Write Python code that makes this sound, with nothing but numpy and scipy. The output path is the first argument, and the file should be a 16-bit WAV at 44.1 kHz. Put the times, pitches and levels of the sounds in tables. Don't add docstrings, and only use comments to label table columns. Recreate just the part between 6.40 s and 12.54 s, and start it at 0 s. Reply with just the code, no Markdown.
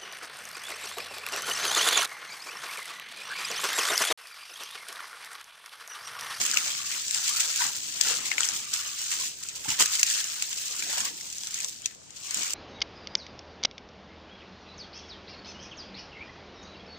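import sys
import numpy as np
from scipy import signal
from scipy.fft import rfft, irfft
from scipy.io import wavfile

SR = 44100
rng = np.random.default_rng(int(sys.argv[2]) if len(sys.argv) > 2 else 0)


def boost(x):
    u = np.asarray(x, float) / 20
    return 10 ** u


def dump_mix(stems):
    frames = np.atleast_2d(stems).T
    limited = np.clip(frames, -1, 1)
    pcm = np.round(limited * 32767).astype(np.int16)
    wavfile.write(sys.argv[1], SR, pcm)


N = 270774

RIGHT_LAG_S, LAG_SPREAD_S = 0.000714, 0.00018


def rms_one(x):
    return x / np.sqrt(np.mean(x ** 2) + 1e-20)


def in_time(rows):
    s, *columns = np.transpose(rows)
    return [np.interp(np.arange(N) / SR, s, column) for column in columns]


def at_hz(points, hz):
    table_hz, table_db = np.transpose(points)
    return np.interp(np.log(np.maximum(hz, 1)), np.log(table_hz), table_db)


def drift(rate_hz):
    r = np.exp(-32 * np.pi * rate_hz / SR)
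    slow = signal.lfilter([1], [1, -2 * r, r * r], rng.standard_normal(N // 16 + 2002))[2000:]
    return np.interp(np.arange(N) / 16, np.arange(len(slow)), rms_one(slow))


def coloured(x, db_of_hz):
    cepstrum = irfft(db_of_hz(np.arange(2049) * SR / 4096) * np.log(10) / 20)
    cepstrum[1:2048] *= 2
    cepstrum[2049:] = 0
    return signal.fftconvolve(x, irfft(np.exp(rfft(cepstrum))))[:N]


def resonate(x, hz, width_hz):
    r = np.exp(-np.pi * width_hz / SR)
    zeros = np.array([1, 0, -1]) * (1 - r * r) / 2
    poles = [1, -2 * r * np.cos(2 * np.pi * hz / SR), r * r]
    return signal.lfilter(zeros, poles, x + 1e-18)


def pair(x, lag_s, pan_db=0):
    late = np.interp(np.arange(N) - lag_s * SR, np.arange(N), x)
    return np.array([x * boost(pan_db / 2), late * boost(-pan_db / 2)])


def through_ports(sides, spectrum):
    # frequency in Hz, left-right in dB.
    tilt = [(60, 0.5), (110, 9.5), (200, 6), (380, 11), (700, 13), (1290, 4), (2380, 4), (4400, 2),
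            (8120, -3.5), (15000, -24.5)]
    return np.array([coloured(side, lambda hz: at_hz(spectrum, hz) + sign * at_hz(tilt, hz))
                     for side, sign in zip(sides, (0.5, -0.5))])


def swell(peak_s, rise_s, fall_s):
    curve = 1.67
    steps = np.arange(0, N + 32, 32)
    since = steps / SR - peak_s
    span_s = np.where(since < 0, max(rise_s, 0.004), max(fall_s, 0.004))
    return np.interp(np.arange(N), steps, np.exp(-2 * np.abs(since / span_s) ** curve))


def movement():
    # time in seconds, crisp leaves in dB,
    # broad sheaths in dB re leaves, left-right in dB.
    stir = [(0.0, -29, 0, -0.5), (0.42, -33, -6, 2.2), (0.66, -35.0, -15, 1.5), (1.277, -30.5, -31, 2.5),
            (1.31, -34.5, -24, 1.5), (1.615, -34, -3.5, 3.5), (2.26, -38.5, -11, 1), (2.861, -30.5, -7, 1),
            (2.948, -43, -13, 1.5), (3.269, -39, -5.5, -2), (3.52, -30, -5, 1.7), (4.081, -33.5, -11, 1.4),
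            (4.687, -33, -4, 0.5), (4.718, -39.5, -10.5, 1), (5.296, -38, -18, 1.5), (5.32, -42, -13, 2),
            (5.616, -59.5, -5, 6), (6.14, -33, -5, 1.5)]
    # peak, rise and fall in seconds, crisp leaves in dB,
    # broad sheaths in dB re leaves.
    pushes = [(.18, 0.043, 0.048, -31, 1), (.523, 0.026, 0.095, -31.5, -2.5),
              (.76, 0.043, 0.045, -27.5, -8), (.89, 0.065, 0.019, -26, -8), (1.003, 0.14, 0.17, -30.5, -3),
              (1.233, 0.059, 0.054, -27, 0), (1.619, 0.028, 0.12, -29, -12),
              (1.701, 0.065, 0.088, -25.5, -4.5), (1.861, .02, 0.063, -32, -5.5),
              (1.916, .011, 0.04, -38, 8), (2.005, 0.032, 0.22, -30.5, -2), (2.345, 0.023, .1, -30.5, -4),
              (2.719, 0.0053, 0.024, -26, -2.5), (3.097, 0.09, 0.011, -48, 2.5),
              (3.292, 0.0084, 0.053, -25, -2), (3.408, 0.016, 0.033, -17, -3.5),
              (3.54, 0.023, 0.017, -25.5, -23), (3.711, 0.045, 0.074, -25.5, -8),
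              (4.603, 0.17, 0.01, -31.5, -3), (5.245, 0.12, 0.014, -35, -6),
              (5.454, .026, 0.071, -43.5, -3), (5.766, 0.012, 0.025, -43, -18),
              (5.869, 0.062, 0.037, -37.5, -16), (6.036, 0.13, 0.08, -30, -5)]
    # peak in seconds, crisp leaves in dB.
    flurries = [(.06, -44), (0.297, -29), (1.362, -36), (2.14, -35), (2.39, -44), (2.475, -35.5),
                (2.612, -37.5), (3.034, -53), (3.801, -29.5), (4.13, -36), (4.19, -37.5), (4.24, -40),
                (4.43, -49), (4.51, -50), (4.81, -59), (5.07, -41.5), (5.144, -44), (5.2, -40)]
    # peak and fall in seconds, crisp leaves in dB,
    # broad sheaths in dB re leaves.
    tears = [(.885, 0.01, -37, -12), (.965, 0.016, -27, -12), (1.004, 0.011, -23, -14),
             (1.22, .015, -30, -8), (1.45, .006, -40, -6), (1.687, 0.0057, -32, 2),
             (2.044, 0.017, -23.5, -13), (2.165, 0.019, -30, -20), (2.336, 0.0078, -28.5, -16),
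             (2.905, .01, -44, -15), (3.031, .008, -37, -20), (3.093, 0.011, -36, -22),
             (3.158, 0.013, -35, -19), (3.25, 0.024, -34.5, -4), (3.555, .008, -24.5, -14),
             (3.667, 0.0044, -32, -13), (3.703, .008, -28.5, -5), (4.392, 0.0072, -43, -12),
             (4.428, 0.022, -34.5, -16), (4.53, 0.013, -30, -15), (4.578, 0.011, -28, -4),
             (4.608, 0.012, -29, -12), (4.652, .006, -26, -18), (5.01, 0.008, -50, -17),
             (5.46, 0.015, -43, -3), (5.98, 0.011, -43, -11)]
    flurry_rise_s, flurry_fall_s, flurry_sheaths_db = 0.038, 0.026, -4
    tear_rise = 0.41

    moves = [*pushes]
    moves += [(s, flurry_rise_s, flurry_fall_s, db, flurry_sheaths_db) for s, db in flurries]
    moves += [(s, tear_rise * fall_s, fall_s, db, share_db) for s, fall_s, db, share_db in tears]
    stir_db, broad_db, pan_db = in_time(stir)
    crisp, broad = boost(2 * stir_db), boost(2 * (stir_db + broad_db))
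    for s, rise_s, fall_s, level_db, share_db in moves:
        push = boost(2 * level_db) * swell(s, rise_s, fall_s)
        crisp = crisp + push
        broad = broad + boost(2 * share_db) * push
    return np.sqrt(crisp), np.sqrt(broad), pan_db


def crackle(low_hz, high_hz, per_s, spread_db, clump_db, sharp, patchy_db, count=14):
    sizes = boost(spread_db * np.minimum(rng.exponential(1, N), 5)) * rng.standard_normal(N)
    born = rng.random(N) < per_s * boost(clump_db * drift(50)) / SR
    dealt = rng.integers(0, count, N)
    out = 0
    for k, hz in enumerate(np.geomspace(low_hz, high_hz, count)):
        ringing = resonate(sizes * born * (dealt == k), hz, hz / sharp) * np.sqrt(sharp / hz)
        patches = boost(3.7 * patchy_db * np.tanh(drift(7.8)))
        out = out + pair(ringing * patches, RIGHT_LAG_S + LAG_SPREAD_S * drift(4))
    return rms_one(out)


def litter(crisp_gain, broad_gain, pan_db):
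    crisp = crackle(2544, 12500, per_s=9000, spread_db=0.5, clump_db=2.5, sharp=2.45, patchy_db=0.4)
    broad = crackle(1252, 3220, per_s=4000, spread_db=0.0, clump_db=2.0, sharp=9.2, patchy_db=1.5, count=10)
    both = boost(0.58) * crisp_gain * crisp + boost(2.0) * broad_gain * broad
    return boost(pan_db * [[0.5], [-0.5]]) * both


def snaps():
    # time in seconds, peak in dB, note in Hz,
    # woody part in dB re peak, left-right in dB.
    twigs = [(0.0519, -13, 1280, -19, 2), (0.136, -18.5, 1590, -0.5, -1), (.1715, -13, 2570, 3, 2),
             (.9607, -22, 1490, -13, -9), (0.9996, -17.5, 2600, -9, 1), (1.2194, -19.5, 1930, -4.5, 12),
             (1.2694, -26, 2300, -14, -6), (1.9158, -29.5, 2140, 14, 10), (1.9811, -28.5, 2180, 14.5, 8.5),
             (2.0058, -12, 1400, -9, 13), (2.032, -19.5, 3220, -0.5, 4), (2.0874, -14.5, 1870, -14, 6),
             (2.7139, -20, 3000, -21, 1), (3.2833, -25.5, 1770, 0.5, 0), (3.3029, -24, 3660, -5, 0),
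             (3.4236, -9, 3300, -27, -2), (3.5942, -12.5, 2010, -11.5, 2), (3.6298, -8, 2530, -2.5, -0.5),
             (3.6655, -17.5, 2670, -16, 6), (4.0227, -12.5, 2700, -7, 2.5), (4.4238, -28.5, 2400, 3, 9),
             (4.5725, -23, 1670, -15, 4), (5.458, -10.5, 2660, -15, 4.5), (6.032, -19.5, 2270, -6, 1)]
    # time in seconds, peak in dB, left-right in dB, ring in Hz.
    leaves = [(0.0373, -21, -3, 6190), (0.1132, -7.5, 4.5, 5370), (0.3678, -20.5, 4, 5700),
              (0.621, -29, 4, 6670), (0.681, -18.5, 9, 6660), (0.7094, -13.5, 10, 7200),
              (0.7457, -12.5, 11, 4820), (0.8785, -17, 6, 4430), (0.891, -15, 4, 6720),
              (1.1595, -10.5, -1, 7310), (1.4334, -23, 8, 6740), (1.6103, -7, 4.5, 7650),
              (1.685, -17, -5, 7450), (1.7094, -19, 0.5, 7290), (2.338, -14, -5, 7250),
              (2.7054, -21, -6, 7650), (3.031, -26, -1.5, 7380), (3.035, -18.5, 4, 7250),
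              (3.0867, -20.5, 7, 7290), (3.4077, -6.5, -4, 7460), (3.4585, -11, -4, 6730),
              (3.5994, -16, -2, 7110), (3.8418, -15, 5, 6400), (4.104, -29, -11, 6480),
              (4.2956, -35, -1, 7380), (4.6039, -15, -6, 8000), (4.9007, -25, 1.0, 6570),
              (4.9264, -22, 0, 6630), (4.9826, -22.5, 5, 6380), (5.0075, -36, -1, 6690),
              (5.071, -15.5, 8, 6060), (5.1085, -24, -2, 6860), (5.1422, -15.5, 1, 7130),
              (5.2455, -15, 5, 5110), (5.284, -20, -3, 7760), (5.4191, -30, 1.0, 7040),
              (5.5483, -32, -2.0, 6620), (5.6321, -40, -2.0, 6900), (5.7055, -32, 8, 7050),
              (5.9084, -16.5, 6, 6600), (5.9437, -13.5, -1, 6700), (5.9713, -18, 0.5, 6590),
              (6.1055, -17, 0.5, 6700), (6.1334, -12, -2, 8000)]
    # time in seconds, peak in dB, ring in Hz.
    ticks = [(0.0624, -9, 7310), (0.1844, -18, 5270), (0.3024, -26, 6570), (0.6754, -20, 6680),
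             (0.7088, -13, 7290), (1.2344, -16, 6960), (1.2544, -28, 6930), (1.2654, -11, 6920),
             (1.2744, -20, 6520), (1.3644, -14.5, 6620), (1.6264, -22, 7560), (1.7489, -12, 7060),
             (1.9444, -29, 5610), (2.0754, -17, 6600), (2.8104, -15, 6330), (3.6124, -13, 7160),
             (3.6474, -20, 7910), (4.5094, -28, 6650), (4.8314, -24, 6400), (5.0204, -27, 7610),
             (5.1544, -26, 6500), (5.1876, -18, 6590), (5.2194, -24, 7500), (5.2354, -25, 6440),
             (5.2614, -22, 7770), (5.2944, -20, 7030), (5.8664, -29, 6630), (6.0084, -17, 6480),
             (6.0424, -17, 6710)]
    # time in seconds, peak in dB, note in Hz, left-right in dB.
    splits = [(0.0143, -13, 1450, -3), (0.019, -29, 1390, -7), (0.1413, -16, 1430, 9),
              (0.1826, -27, 3400, -2), (1.45, -37, 3120, -9), (2.799, -23, 2950, 4), (3.246, -25, 1330, -2),
              (3.398, -27, 2690, -2.5), (3.4574, -17.5, 1700, 10), (3.6311, -9, 1550, -3),
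              (3.6303, -18, 4270, 9), (1.6113, -14, 4890, 17), (3.6996, -23, 2210, -2),
              (4.129, -23, 3400, 9), (4.185, -25, 2680, 1), (4.81, -29, 2070, 12), (5.0345, -29, 3330, 13),
              (5.2028, -20.5, 2500, 6), (5.8356, -39, 3200, 5.5), (6.0671, -23, 2330, -2)]
    crack_hz, crack_ring_db, crack_sharp = 6500, -4, 3.7
    leaf_note_hz, leaf_wood_db, sheath_wood_db = 2900, -32, -9.5

    rows = [(*row, crack_hz) for row in twigs]
    rows += [(s, db - 0.5, leaf_note_hz, leaf_wood_db, pan, hz) for s, db, pan, hz in leaves]
    rows += [(s, db - 6.0, leaf_note_hz, leaf_wood_db, 0, hz) for s, db, hz in ticks]
    rows += [(s, db, hz, sheath_wood_db, pan, crack_hz) for s, db, hz, pan in splits]

    out, t = np.zeros((2, N + 2000)), np.arange(1500) / SR
    bright = signal.butter(2, [2300, 11000], "band", fs=SR, output="sos")
    shape = (np.exp(-t / 0.00051) + 0.17 * np.exp(-t / 0.0033)) * np.minimum(t / 0.00091, 1)
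    for s, peak_db, hz, wood_db, pan_db, ring_hz in rows:
        own, shared = np.split(rng.standard_normal((3, 1500)), [2])
        crack = signal.sosfilt(bright, (shared + 0.13 * own) * shape)
        crack = crack + boost(crack_ring_db) * resonate(crack, ring_hz, ring_hz / crack_sharp)
        crack /= np.abs(crack).max(axis=1, keepdims=True)
        note = np.sin(2 * np.pi * hz * t) * np.exp(-t / 0.0019) * np.minimum(t * hz, 1)
        wood = 0.82 * note + 1.67 * resonate(shared[0] * shape, hz, 0.76 * hz)
        right_lag_s = RIGHT_LAG_S + LAG_SPREAD_S * rng.standard_normal()
        for side, (lag_s, sign) in enumerate([(0, 0.5), (right_lag_s, -0.5)]):
            i = round((s + lag_s) * SR)
            level = boost(peak_db + 2.0 + sign * pan_db)
            out[side, i:i + 1500] += level * (crack[side] + boost(wood_db + 9.0) * wood)
    return out[:, :N]


def ground(broad_gain):
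    # peak in seconds, fall in seconds, stalks in dB, thump in dB.
    treads = [(0.0, 0.041, -42.5, -46.5), (.137, 0.15, -50.5, -57), (.287, 0.035, -50, -71),
              (.55, 0.036, -57, -59), (.776, 0.038, -47, -66), (.892, 0.047, -53, -62),
              (1.062, 0.11, -54, -72), (1.26, 0.041, -41.5, -59), (1.474, 0.2, -63, -62),
              (1.687, 0.1, -43, -55), (1.815, 0.082, -55, -53), (1.998, 0.16, -50.5, -61),
              (2.14, 0.12, -62, -59), (2.463, 0.017, -56, -71), (2.819, 0.079, -67, -57),
              (3.166, 0.018, -55, -63), (3.305, 0.095, -52, -57), (3.415, 0.021, -30.5, -41.5),
              (4.03, 0.047, -59, -68), (4.346, 0.039, -50.5, -70), (4.45, 0.065, -68, -64),
              (4.53, 0.083, -47, -75), (4.579, 0.012, -43, -60), (4.66, 0.061, -51, -56),
              (4.87, 0.059, -60, -67), (5.24, 0.022, -57, -78), (5.998, .086, -48.5, -62)]
    tread_rise = 0.83
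    stalk_bed_db, thump_bed_db = -62.5, -66
    stalks_follow = 0.11

    stalk_power = boost(2 * stalk_bed_db) * (broad_gain / boost(-48.0)) ** (2 * stalks_follow)
    thump_power = boost(2 * thump_bed_db)
    for s, fall_s, stalk_db, thump_db in treads:
        tread = swell(s, tread_rise * fall_s, fall_s)
        stalk_power = stalk_power + boost(2 * stalk_db) * tread
        thump_power = thump_power + boost(2 * thump_db) * tread
    stalks = crackle(500, 1150, per_s=2500, spread_db=1.2, clump_db=1.5, sharp=6.0, patchy_db=2.2, count=7)
    thump = crackle(130, 350, per_s=1200, spread_db=1.2, clump_db=1.2, sharp=4.5, patchy_db=2.2, count=5)
    own = rms_one(resonate(resonate(rng.standard_normal((2, N)), 240, 220), 240, 220))
    low = boost(0.7) * np.sqrt(stalk_power) * stalks
    low = low + boost(-4.0) * np.sqrt(thump_power) * (thump + 1.23 * own)
    return low * boost(np.array([[2.5], [-2.5]]))


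def shoot():
    # start in seconds, length in seconds, first note in Hz, last note in Hz, level in dB.
    drags = [(0.196, 0.36, 1150, 1156, -58), (0.862, 0.15, 973, 1547, -54), (1.2, 0.038, 985, 937, -38.5),
             (2.195, 0.38, 1202, 1150, -61.5), (2.794, 0.053, 1040, 1065, -55),
             (3.252, 0.081, 850, 920, -45.5), (3.277, 0.023, 242.8, 169, -44.5),
             (3.303, 0.042, 158.6, 138, -55), (4.379, .13, 350, 262, -58.5), (4.453, 0.24, 716, 1180, -57),
             (4.572, 0.23, 150, 372, -61.5), (5.84, 0.068, 1100, 1160, -64), (5.954, 0.082, 200, 284, -53)]
    arch_db, edge_s = 3, 0.0073
    out, t = 0, np.arange(N) / SR
    for s, length_s, first_hz, last_hz, level_db in drags:
        along = np.clip((t - s) / length_s, 0, 1)
        hz = first_hz + (last_hz - first_hz) * along
        fade = np.clip(np.minimum(along, 1 - along) * length_s / edge_s, 0, 1)
        fade = fade * boost(-arch_db * (2 * along - 1) ** 2)
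        tone = np.sin(2 * np.pi * np.cumsum(hz) / SR)
        out = out + fade * boost(level_db + 6.5) * drift(64) * tone
    return pair(out, RIGHT_LAG_S, pan_db=10)


def bird():
    # seconds from its top, pitch in Hz, level in dB re top.
    whistle = [(-.05, 2200, -16), (-.037, 2310, -14), (-.018, 2750, -3), (-.008, 3310, -2), (.005, 3270, 6),
               (.017, 2900, 2), (.03, 2700, -1), (.055, 2550, -10)]
    # top in seconds, level in dB.
    chirps = [
        (5.445, -53),
        (5.85, -55),
    ]
    out, t = 0, np.arange(N) / SR
    for top_s, top_db in chirps:
        rows = np.array(whistle) + [top_s, 0, top_db]
        hz, level_db = in_time(rows)
        fade = np.clip(np.minimum(t - rows[0][0], rows[-1][0] - t) / 0.01, 0, 1)
        tone = np.sin(2 * np.pi * np.cumsum(hz) / SR)
        out = out + fade * boost(level_db + 4.1 * drift(68)) * tone
    return pair(out, RIGHT_LAG_S, pan_db=12)


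def grove():
    # frequency in Hz, level in dB per Hz.
    air_spectrum = [(18, -53), (30, -10), (61, -5.5), (154, -8.5), (267, -15.5), (415, -15), (552, -22),
                    (597, -22), (680, -16.5), (978, -29), (7630, -8.5), (9890, -30), (15000, -100)]
    shared, left, right = rng.standard_normal((3, N))
    air = through_ports(pair(0.12 * shared, RIGHT_LAG_S) + [left, right], air_spectrum)
    return boost(-54 + 1.5 + 1.0 * drift(2.6)) * rms_one(air)


def scene():
    # frequency in Hz, level in dB per Hz.
    litter_colour = [(350, -79.5), (600, -19), (930, -11), (1260, -14.5), (1380, -13), (1820, -11.5),
                     (2520, -10), (3550, -8), (7340, 1.5), (7760, 1), (8650, -6.5), (10800, -16.5),
                     (13400, -19), (15000, -7.5), (15800, 2)]
    crisp_gain, broad_gain, pan_db = movement()
    near = through_ports(litter(crisp_gain, broad_gain, pan_db) + snaps(), litter_colour)
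    stems = [(0.0075, -22.5), (0.016, -28)]   # (echo delay s, dB)
    echoes = sum(boost(db) * pair(near[0] + near[1], s)[1] for s, db in stems)
    return boost(3.0) * (near + echoes) + ground(broad_gain) + shoot() + bird() + grove()


def top_cut(x):
    return signal.sosfilt(signal.butter(12, 16860, fs=SR, output="sos"), x)


def record(dry):
    cut = signal.sosfilt(signal.cheby2(14, 45, 15800, fs=SR, output="sos"), dry)
    cut = signal.sosfilt(signal.butter(3, 48, "high", fs=SR, output="sos"), cut)
    return top_cut(1.5 * np.tanh(cut / 1.5))


dry = scene()
out = record(dry)
dump_mix(out)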